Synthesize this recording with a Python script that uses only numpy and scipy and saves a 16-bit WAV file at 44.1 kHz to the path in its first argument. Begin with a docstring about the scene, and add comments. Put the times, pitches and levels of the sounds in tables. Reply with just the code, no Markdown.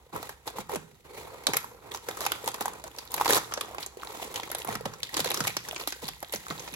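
"""Thick brown paper is unfolded by hand: buckling facets crinkle over the rustle of broad panels.
Level curves for holding, sliding and bending shape filtered grains and hiss; rubbing sounds hollow resonances.
Creases snap as filtered noise bursts, dents ring briefly with sinking pitch, and panels flap with a soft thud.
Sparse decaying reflections and a steady low hush form the room, heard at two close microphone ports."""
import sys
import numpy as np
from scipy import signal
from scipy.fft import rfft, irfft, next_fast_len
from scipy.io import wavfile
from scipy.ndimage import uniform_filter1d

SR = 44100
rng = np.random.default_rng(int(sys.argv[2]) if len(sys.argv) > 2 else 0)


def digitize_waveform(pressure):
    """Quantize a signal to 16-bit integers and store it at the path in sys.argv[1].

    Rows of a 2-D input are taken as channels; values are limited to [-1, 1].
    """
    field = np.atleast_2d(pressure).T
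    bounded = np.clip(field, -1, 1)
    quanta = np.round(bounded * 32767).astype(np.int16)
    wavfile.write(sys.argv[1], SR, quanta)


N = 297875
TIME = np.arange(N) / SR
EDGE_HZ = 16200  # upper band limit


def amp(db):
    """Level law: decibels become an amplitude gain."""
    return 10 ** (np.asarray(db) / 20)


def unit(x):
    """Normalisation: the signal is scaled to an rms of 1."""
    return x / np.sqrt(np.mean(x ** 2) + 1e-20)


def read(points, hz):
    """Interpolation: a table is read along a logarithmic frequency axis."""
    f, value = np.transpose(points)
    return np.interp(np.log(hz + 1), np.log(f), value)


def add(mix, s, sound):
    """Superposition: a two-channel sound is added at time s."""
    part = mix[:, max(round(s * SR), 0):][:, :sound.shape[1]]
    part += sound[:, :part.shape[1]]


def colour(x, points):
    """Minimum phase: a causal filter takes the given spectrum and keeps attacks sharp."""
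    log_gain = np.log(amp(read(points, abs(np.fft.fftfreq(4096, 1 / SR)))))
    spectrum = np.exp(np.conj(signal.hilbert(log_gain)))
    taps = np.fft.ifft(spectrum).real[:2048]
    return signal.oaconvolve(x, taps[None], axes=1)[:, :N]


def band(x, low_hz, high_hz, order=2):
    """Band limitation: a causal band-pass keeps one frequency range."""
    edges = [low_hz, min(high_hz, SR / 2 - 1)]
    return signal.sosfilt(signal.butter(order, edges, "band", fs=SR, output="sos"), x)


def facet(x, hz, q):
    """Resonance: one stiff facet of paper rings briefly when driven."""
    return signal.lfilter(*signal.iirpeak(min(hz, SR / 3), max(q, 1), fs=SR), x)


# spectrum of the room's hush: frequency_hz [Hz], gain_db [dB]
HUSH_SPECTRUM = [(18, -36), (35, -31), (60, 17), (85, 1), (130, 0.5), (350, -33), (1000, -26), (2000, -45),
                 (16000, -32)]


def room_tone(level_db=-62):
    """Stationary noise: spectrally shaped noise gives the low, steady hush of the room."""
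    return amp(level_db) * unit(colour(rng.standard_normal((2, N)), HUSH_SPECTRUM))


SWELL_SHAPE = 0.49  # power of the half sine that a slide follows
# the sheet merely held in the fingers; levels before the layer trims in sheet():
# time_s [s], rustle_db [dB], crinkle_db [dB]
HELD_LEVELS = [(0, -57.5, -64.5), (1.0, -64, -63), (1.3, -65, -64.5), (4.8, -49, -61), (5.1, -51, -46.5),
               (6.2, -56.5, -52), (6.75, -46, -46)]
# paper slides over paper in one soft swell; levels before the same trims:
# start_s [s], length_s [s], rustle_db [dB], crinkle_db [dB], smoothness [0-1]
SLIDE_EVENTS = [(0.163, 0.18, -46, -48, 0.33), (0.527, 0.1, -43.5, -64, 0.85),
                (1.038, 0.49, -44, -53.5, 0.56), (1.134, 0.12, -48, -47.5, 1),
                (1.594, 0.22, -49.5, -76, 0.4), (1.807, 0.2, -44, -56, 0.37),
                (2.008, 0.49, -42, -45.5, 0.29), (2.494, 0.34, -41.5, -48, 0), (2.904, 0.22, -48, -49, 0),
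                (3.098, 0.31, -37, -38.5, 0.07), (3.45, 0.4, -42.5, -50.5, 0.05),
                (3.966, 0.43, -40.5, -45, 0.19), (4.37, 0.28, -44, -46.5, 0),
                (5.631, 0.16, -42.5, -44.5, 0.04), (6.518, 0.18, -44.5, -48, 0.14)]


def sliding():
    """Friction power: rustle, crinkle and smooth rubbing swell and fade with the speed of the hand."""
    s, rustle_db, crinkle_db = np.transpose(HELD_LEVELS)
    held_rustle = amp(np.interp(TIME, s, rustle_db))
    held_crinkle = amp(np.interp(TIME, s, crinkle_db))
    power = np.array([held_rustle, held_crinkle, np.zeros(N)]) ** 2
    for s, length, rustle_db, crinkle_db, smooth in SLIDE_EVENTS:
        speed = abs(np.sin(np.pi * TIME[TIME < length] / length)) ** SWELL_SHAPE
        levels = [amp(rustle_db), amp(crinkle_db), smooth * amp(rustle_db)]
        add(power, s, np.outer(levels, speed) ** 2)
    return power


# linear attack time and release time constant of a bend
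BEND_ATTACK_S, BEND_RELEASE_S = 0.0092, 0.0099
# the sheet then settles more softly: levels relative to the bend, and their rate of fall
SETTLE_RUSTLE_DB, SETTLE_CRINKLE_DB, SETTLE_DB_PER_S = -14.5, -18, 105
# the hands bend or pull the sheet; levels before the layer trims in sheet():
# start_s [s], length_s [s], rustle_db of the panels [dB], crinkle_db of the small creases [dB]
BEND_EVENTS = [(0.126, 0.054, -32.5, -44), (0.457, 0.028, -34, -38), (0.557, 0.052, -40, -43),
               (0.686, 0.063, -33.5, -41), (1.479, 0.035, -33.5, -42), (1.558, 0.014, -37, -33),
               (1.908, 0.065, -43, -41.5), (2.076, 0.034, -37, -42), (2.21, 0.046, -37, -37.5),
               (2.434, 0.071, -36.5, -39.5), (2.597, 0.023, -33.5, -36.5), (2.845, 0.027, -39.5, -45.5),
               (3.284, 0.048, -24, -25), (3.322, 0.0486, -25.5, -26.5), (3.799, 0.036, -42, -39.5),
               (4.208, 0.035, -43, -39.5), (4.341, 0.06, -39, -40.5), (4.58, 0.038, -41, -38.5),
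               (4.661, 0.081, -33.5, -39.5), (4.849, 0.0097, -30.5, -37.5), (5.125, 0.024, -34.5, -41),
               (5.162, 0.044, -34, -31.5), (5.237, 0.22, -37, -39), (5.457, 0.042, -40.5, -35),
               (5.779, 0.053, -41.5, -41), (5.866, 0.035, -51, -38), (6.012, 0.056, -41, -41),
               (6.319, 0.029, -42, -33.5), (6.476, 0.054, -41, -43)]


def bending():
    """Bending power: rustle and crinkle build quickly, hold, release quickly and settle slowly."""
    power, t = np.zeros((2, N)), TIME[:SR * 2 // 3]
    settle = amp([[SETTLE_RUSTLE_DB], [SETTLE_CRINKLE_DB]])
    attack = np.minimum(t / BEND_ATTACK_S, 1)
    for s, length, rustle_db, crinkle_db in BEND_EVENTS:
        after = np.maximum(t - length, 0)
        settling = settle * amp(-SETTLE_DB_PER_S * after)
        release = (1 - settle) * np.exp(-after / BEND_RELEASE_S) + settling
        add(power, s, (amp([[rustle_db], [crinkle_db]]) * attack * release) ** 2)
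    return power


RUN_S = 0.025  # spacing of the random points that set how busy a facet is


def grains(per_s, spread_db, low_hz, high_hz, decay_s, ring, q, hiss, count=24):
    """Granular excitation: unequal buckles ring many facets, over a hiss of those too fine to tell apart."""
    out = np.zeros((2, N))
    t = TIME[:768]
    for hz in np.geomspace(low_hz, high_hz, count):
        # each facet buckles in short runs, so the colour keeps changing
        busy = unit(np.interp(TIME / RUN_S, np.arange(N), rng.standard_normal(N))) ** 2
        struck = rng.random(N) < busy * per_s / count / SR
        clicks = struck * amp(spread_db * np.minimum(rng.exponential(1, N), 4))
        burst = rng.standard_normal((2, len(t))) * np.exp(-t / decay_s)
        burst = burst + ring * facet(burst, hz, q)
        out += signal.oaconvolve(clicks[None], burst, axes=1)[:, :N]
    return unit(out) + hiss * rng.standard_normal((2, N))


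def worked(x, level, size=1800):
    """Power sharing: the power the hands put in is divided among the grains of each moment."""
    power = uniform_filter1d(uniform_filter1d((x ** 2).mean(0), size), size)
    return x / np.sqrt(abs(power) + 1e-12) * level


# resonances of the hollow under a sliding layer; each filter is applied twice:
# pitch_hz [Hz], sharpness Q of one pass [-], level_db before flutter, re the smooth part of the rustle [dB]
HOLLOW_MODES = [(453, 2.9, -4.5), (2170, 8.9, -13), (4140, 6.9, -16.5)]


def hollow(drift=0.0426, flutter_db=3):
    """Cavity resonance: rubbing sounds the hollow between layers, whose modes drift and swell with the gap."""
    rub, out, at = rng.standard_normal((2, N)), np.zeros((2, N)), np.arange(N)
    for hz, q, db in HOLLOW_MODES:
        gap = unit(band(rng.standard_normal(N), 2.06, 21.3))
        # reading the ring at a varying speed shifts its pitch
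        moved = at + drift * np.cumsum(gap)
        ring = np.array([np.interp(moved, at, side) for side in facet(facet(rub, hz, q), hz, q)])
        out += amp(db) * unit(ring * amp(flutter_db * gap))
    return out


WAVER_DB, WAVER_HZ = 1.88, 44.4  # rms of the uneven grip, and the upper edge of its band


def waver():
    """Stick-slip: a random gain follows the paper catching and letting go under the fingers."""
    return amp(WAVER_DB * unit(band(rng.standard_normal(N), WAVER_HZ / 4, WAVER_HZ)))


SMOOTH_HISS = 2.8  # weight of the smooth slide's hiss relative to the grains
# spectra of the two layers: frequency_hz [Hz], gain_db [dB]
RUSTLE_SPECTRUM = [(40, -56), (110, -2), (230, -6.5), (330, -1.5), (450, 2.5), (620, -3.5), (950, 0.5),
                   (1350, -7.5), (1700, -12), (2600, -13.5), (6000, -72.5)]
CRINKLE_SPECTRUM = [(700, -51), (1300, -35.5), (1900, 3), (2700, -2), (3700, 0.5), (5200, -5.5),
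                    (7800, -1.5), (10000, -5), (13000, -6.5), (16000, -7.5)]


def sheet(rustle_db=-4.0, crinkle_db=-1, taut_db=-23, merging_db=-19, still_db=-63, bend_hiss=0.62):
    """Size and pitch: broad panels rustle low while small creases crinkle high."""
    slid = sliding()
    rustle_level, crinkle_level = np.sqrt(bending() + slid[:2])
    rub_level = np.sqrt(slid[2])
    # sliding is smoother than bending
    hiss = bend_hiss + SMOOTH_HISS * rub_level / rustle_level
    # under a hard pull the buckles come so fast that they merge into a rush
    hiss = hiss + crinkle_level / amp(merging_db)
    # a sheet that is nearly still only rubs and hardly buckles
    hiss = hiss + amp(still_db) / crinkle_level
    rustle = grains(per_s=300, spread_db=3.0, low_hz=300.0, high_hz=1440,
                    decay_s=0.0023, ring=3.9, q=6.3, hiss=hiss + .5)
    rustle = colour(rustle, RUSTLE_SPECTRUM)
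    crinkle = grains(per_s=280, spread_db=5.5, low_hz=1520, high_hz=14500,
                     decay_s=0.0012, ring=5.0, q=5.0, hiss=hiss)
    crinkle = colour(crinkle, CRINKLE_SPECTRUM)
    # a taut sheet sounds higher in both
    taut = rustle_level / amp(taut_db)
    rustle = rustle + taut * band(rustle, 800, 1300, order=1)
    crinkle = crinkle + .5 * taut * band(crinkle, 5500, EDGE_HZ, order=1)
    grainy = worked(rustle, rustle_level * amp(rustle_db))
    grainy = grainy + worked(crinkle, crinkle_level * amp(crinkle_db))
    return waver() * (grainy + rub_level * hollow())


def ringing(turns):
    """Phase quadrature: a pure vibration differs by a quarter cycle between the two channels."""
    angle = 2 * np.pi * turns
    return np.array([np.sin(angle), rng.choice([-1, 1]) * np.cos(angle)])


# ratio of starting to settled pitch, and time constant of the fall
FLAP_GLIDE, FLAP_GLIDE_S = 3.6, 0.008
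# a whole panel flaps or bumps the table; level before the swing envelope, pitch on which it settles:
# start_s [s], level_db [dB], pitch_hz [Hz]
FLAP_EVENTS = [(0.136, -35.5, 95), (0.585, -31.5, 136.6), (0.756, -28, 148.7), (1.483, -28, 120),
               (4.687, -30, 104), (4.753, -31, 107), (4.855, -28, 106.4), (5.166, -33, 150.6),
               (5.204, -29.5, 121), (5.405, -25, 106.5), (6.032, -32.5, 128), (6.339, -33, 155.5),
               (6.502, -29, 136), (6.723, -38, 131)]


def flaps(rise_s=0.004, decay_s=0.016, flutter=0.3):
    """Dispersion: a panel pushes air and sways; short bending waves arrive first, so the pitch falls."""
    out, t = np.zeros((2, N)), TIME[:SR // 4]
    swing = (1 - np.exp(-t / rise_s)) * np.exp(-t / decay_s)
    for s, db, hz in FLAP_EVENTS:
        pitch = hz * (1 + (FLAP_GLIDE - 1) * np.exp(-t / FLAP_GLIDE_S))
        turns = np.cumsum(pitch) / SR
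        air = unit(band(rng.standard_normal((2, len(t))), hz * .5, hz * FLAP_GLIDE))
        add(out, s, amp(db) * (ringing(turns) + flutter * air) * swing)
    return out


def buckle(decay_s, low_hz, high_hz, facet_hz, ring, q, scatter=0.084, scatter_s=0.0099,
           rise_s=0.00057, uneven_db=2, click=4):
    """Impulsive excitation: a burst of fibre slips rings a facet; nearby folds scatter it for a moment."""
    t = TIME[:2048]
    force = (1 - np.exp(-t / rise_s)) * (np.exp(-t / decay_s) + scatter * np.exp(-t / scatter_s))
    # the crease gives way in jerks, each a fraction of a millisecond long
    jerks = amp(uneven_db * unit(uniform_filter1d(rng.standard_normal(len(t)), size=20)))
    slips = rng.standard_normal((2, len(t))) * force * jerks
    # it flips over in one sharp click, 1 ms in
    slips[:, 44] += click * rng.choice([-1, 1], size=2)
    other_hz = low_hz * (high_hz / low_hz) ** rng.random()
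    # the main facet rings clearly; outside its range a neighbour answers more weakly
    if low_hz < facet_hz < high_hz:
        tone = facet(slips, facet_hz, q)
    else:
        tone = .5 * facet(slips, other_hz, q)
    sound = band(slips + ring * tone, low_hz, high_hz, order=3)
    attack = sound[:, :353]  # the first 8 ms set the level
    return sound / np.sqrt(np.mean(attack ** 2, 1, keepdims=True))


# a shallow dent pops through; level of its ring over 8 ms, pitch midway through its sag:
# start_s [s], level_db [dB], pitch_hz [Hz]
DENT_EVENTS = [(0.1617, -34, 1010), (0.585, -31.5, 930), (0.6949, -35, 900), (0.7189, -39, 524),
               (0.737, -33, 430), (0.747, -34, 420), (1.4812, -32.5, 590), (1.4935, -34, 442),
               (1.5552, -35, 480), (1.6438, -36.5, 980), (2.2398, -39.5, 1356), (2.6806, -29, 960),
               (2.9777, -46, 520), (3.1675, -50, 1485), (3.199, -28.5, 960), (3.2116, -20, 920),
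               (3.219, -29, 1040), (3.265, -25, 930), (3.2955, -29.5, 513), (3.512, -41, 1100),
               (3.711, -44, 650), (3.7475, -37, 1110), (3.9708, -39, 410), (4.033, -36, 1220),
               (4.15, -45, 990), (4.2264, -36.5, 730), (4.377, -36, 1050), (4.397, -35, 960),
               (4.501, -41, 634), (4.689, -29.5, 790), (4.8087, -36, 484), (5.2495, -35, 695),
               (5.38, -35.5, 395), (5.451, -39, 1335), (5.7299, -37, 689), (6.467, -38.5, 1270)]


def dents(rise_cycles=0.28, decay_cycles=2.14, sag=0.29, crackle_db=-10):
    """Snap-through: a dent swings for a few cycles, sinking in pitch as it relaxes; its rim crackles faintly."""
    out, t = np.zeros((2, N)), TIME[:2048]
    for s, db, hz in DENT_EVENTS:
        cycles = hz * t
        fade = np.exp(-cycles / decay_cycles)
        swing = (1 - np.exp(-cycles / rise_cycles)) * fade
        turns = np.cumsum(hz * (1 + sag * (fade - .5))) / SR
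        ring = ringing(turns) * swing / np.sqrt(np.mean(swing[:353] ** 2) / 2)
        rim = buckle(0.0038, 360, 16000, hz, ring=1.1, q=1.6)
        add(out, s, amp(db) * (ring + amp(crackle_db) * rim))
    return out


# base decay at 1 kHz and the usual crack level, before each band's factor in snaps()
SNAP_DECAY_S, USUAL_CRACK_DB = 0.0056, -34.5
# fraction by which it shortens per octave of pitch and per dB of crack
SNAP_SHORTER_PER_OCTAVE, SNAP_SHORTER_PER_DB = 0.028, .02
# the creases that snap loudest; pop and fizz are relative to the crack, before the trims in snaps():
# start_s [s], level_db of the crack [dB], pop_db of the panel [dB], fizz_db [dB], pitch_hz of the facet [Hz]
SNAP_EVENTS = [(0.228, -42.5, 5.5, -1, 910), (0.292, -42.5, 4, 0.5, 1630), (0.475, -35.5, 1.5, -5, 880),
               (0.7575, -38.5, 8.5, 4, 590), (1.436, -49.5, -8, -4, 2100), (1.4682, -20.5, -6.5, -5, 3870),
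               (1.5344, -27.5, 0, -6.5, 2130), (1.5425, -34.5, 4, -2, 2050),
               (1.5679, -27.5, -1.5, 5.5, 1350), (1.9463, -36.5, 2, -9, 5900),
               (2.0858, -34.5, 4.5, -6, 1643), (2.1705, -45.5, 9.5, 2, 1270), (2.206, -36.5, 2.5, 0, 1070),
               (2.2138, -43.5, 8, 2, 6060), (2.251, -36, 1, -4, 5050), (2.2634, -27, 2, -3.5, 786),
               (2.3185, -27.5, 1, -3.5, 3200), (2.476, -31, 4.5, 0.5, 880), (2.4856, -41.5, 7, 6, 990),
               (2.5422, -36, 1, -3.5, 1030), (2.6085, -39.5, 12, 6, 860), (2.656, -39.5, 12, 6.5, 830),
               (2.839, -45.5, 6, 3, 645), (2.985, -35.5, -7.5, -6.5, 4670), (3.117, -47.5, -3, 9, 5110),
               (3.1408, -32.5, 4.5, 5.5, 890), (3.1787, -34.5, 2, -17, 2370), (3.2465, -35, -8, -2, 1970),
               (3.2565, -32, 7, -4.5, 930), (3.2781, -29, 3, -4, 4400), (3.3053, -25.5, 3, 0, 1770),
               (3.332, -30.5, 1, 5, 1200), (3.3458, -28, -2, -2, 950), (3.355, -32, 4, 4, 990),
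               (3.367, -33, 9.5, 0, 1140), (3.3737, -36, 8.5, 6, 1290), (3.379, -32, 3.5, -4, 6300),
               (3.521, -39.5, 7, -16, 1160), (3.5375, -30.5, -7, -3.5, 5900), (3.5746, -36, 6.5, -24, 590),
               (3.6095, -30.5, -1.5, -2.5, 3370), (3.7823, -36.5, 2.5, -18, 2340),
               (3.8279, -35, -25, -14, 4050), (3.862, -45.5, 1, 10, 6820), (4.341, -39.5, -4, -3, 910),
               (4.358, -31, -14, -7, 2700), (4.4323, -36, -3.5, -15, 2230), (4.515, -38, 2.5, 5, 2080),
               (4.5481, -34.5, 2, 3, 3800), (4.647, -48.5, 13, 10.5, 980), (4.725, -41, 2, -14, 2400),
               (4.7523, -33, -0.5, -6, 1900), (4.855, -36, 7.5, -8, 550), (4.936, -45, 5, -17, 1330),
               (5.0307, -28, -19, -10.5, 3740), (5.1415, -31.5, -9, -8, 4670), (5.167, -31, 1, -1, 3730),
               (5.1764, -31, -5, -14, 3660), (5.193, -32.5, 2.5, -9, 447), (5.2022, -29, -7, -6, 930),
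               (5.2445, -30, -1.5, -4.5, 4100), (5.258, -33, 3, -9, 500), (5.272, -33, -21, -9, 3620),
               (5.288, -38, -2, -9, 473), (5.3152, -30.5, 0, -5, 2300), (5.3428, -29, -3.5, -4.5, 1110),
               (5.3727, -32.5, -3, -9, 5870), (5.4046, -30, 3.5, -3.5, 1320), (5.439, -37, 0, -3, 1340),
               (5.4705, -30, -0.5, -2, 795), (5.476, -26, -10, -4, 2250), (5.567, -26.5, -4.5, -10.5, 1525),
               (5.686, -37, -0.5, -2, 5950), (5.7616, -32.5, -6, -22, 2410),
               (5.7971, -39.5, -1.5, -17, 2800), (5.8105, -39, 1, -17, 4300), (5.874, -31, -1, 1, 4070),
               (5.9228, -33, -6, -10, 1620), (6.08, -34.5, -18, -8, 4500), (6.086, -36, -0.5, -1, 3220),
               (6.227, -41.5, 8, 2, 1700), (6.3234, -48.5, -9, 12.5, 6050), (6.3361, -35, 3, 0, 4460),
               (6.3581, -36.5, -5, -4, 6100), (6.507, -36.5, 5, -20, 1260), (6.594, -38.5, -20, -24, 6300),
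               (6.676, -41.5, 2.5, -18, 2300), (6.7385, -38, -11, -6, 2500)]


def snaps(pop_trim_db=-1, fizz_trim_db=1, pop_decay=0.75, crack_decay=0.97, fizz_decay=0.49):
    """Sudden release: each crease gives a pop of its panel, a crack and a still shorter fizz."""
    out = np.zeros((2, N))
    for s, db, pop, fizz, hz in SNAP_EVENTS:
        # small high facets and hard cracks die away sooner
        decay = SNAP_DECAY_S * (1 - SNAP_SHORTER_PER_OCTAVE) ** np.log2(hz / 1000)
        decay *= (1 - SNAP_SHORTER_PER_DB) ** (db - USUAL_CRACK_DB)
        sound = buckle(decay * crack_decay, 1540, 7130, hz, ring=2.6, q=6.0)
        sound += amp(pop + pop_trim_db) * buckle(decay * pop_decay, 278, 1494, hz, ring=3.9, q=7.9)
        sound += amp(fizz + fizz_trim_db) * buckle(decay * fizz_decay, 6630, 14900, hz, ring=5.5, q=1.8)
        add(out, s, amp(db) * sound)
    return out


# reverberation time: frequency_hz [Hz], t60_s [s]
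REVERB_TIME = [(150, 0.83), (400, 0.2), (1000, 0.42), (3000, 0.32), (8000, 0.5), (16000, 0.5)]
# reverberation level: frequency_hz [Hz], gain_db [dB]
REVERB_GAIN = [(100, 3), (500, -23), (1500, -5.5), (5000, -10), (15000, -17.5)]


def room(x, gap_s=0.003):
    """Reverberation: sparse reflections from table and walls die away, each band at its own speed."""
    t = TIME[:SR * 2 // 3]
    sparse = rng.random((2, len(t))) < .08
    taps = rng.standard_normal((2, len(t))) * sparse * (t > gap_s)
    hz, when, z = signal.stft(taps, SR, nperseg=256)
    t60 = read(REVERB_TIME, hz)[:, None]
    z *= amp(read(REVERB_GAIN, hz)[:, None] - 60 * when / t60)
    # equal energy for every decay time, apart from the gain
    z *= np.sqrt(np.log(1e6) / t60 / SR) / taps.std()
    echoes = signal.istft(z, SR, nperseg=256)[1]
    return signal.oaconvolve(x, echoes, axes=1)[:, :N]


# likeness of the two ports: frequency_hz [Hz], likeness [0-1]
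PORT_LIKENESS = [(60, 1), (500, 0.53), (1500, 0.55), (5000, 0.013), (7000, 0.23), (9000, 0.98),
                 (16000, 0.78)]
# phase by which the left port leads: frequency_hz [Hz], phase_rad [radians]
PORT_LEAD = [(0, 0), (1000, -.8), (2900, -3.14), (5000, -5.2), (7000, -4.4), (8850, -3.14), (14400, 3.14),
             (17000, 5.9)]
# the right port is nearer the sheet: frequency_hz [Hz], right_minus_left_db [dB]
PORT_BALANCE = [(100, 4.5), (1200, 1.2), (4500, 2), (8000, 0)]


def ports(x):
    """Spatial coherence: two ports hear partly the same sound, a fraction of a millisecond apart."""
    size = next_fast_len(N + SR // 10)
    hz, (a, b) = np.fft.rfftfreq(size, 1 / SR), rfft(x, size)
    same = np.clip(read(PORT_LIKENESS, hz), 0, 1)
    lean = amp(read(PORT_BALANCE, hz) / 2)
    lag = np.exp(-1j * np.interp(hz, *np.transpose(PORT_LEAD)))
    right = (same * a + np.sqrt(1 - same ** 2) * b) * lag
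    return irfft(np.array([a / lean, right * lean]), size)[:, :N]


def scene():
    """Superposition: the paper, its reflections and the still room add at the ports."""
    paper = sheet() + flaps() + dents() + snaps()
    return ports(paper + room(paper) + room_tone())


def record(dry):
    """Band limitation: a linear-phase low-pass removes the highest treble."""
    taps = signal.firwin(151, EDGE_HZ, window=("kaiser", 8), fs=SR)
    return signal.oaconvolve(dry, taps[None], "same", axes=1)


dry = scene()
out = record(dry)
digitize_waveform(out)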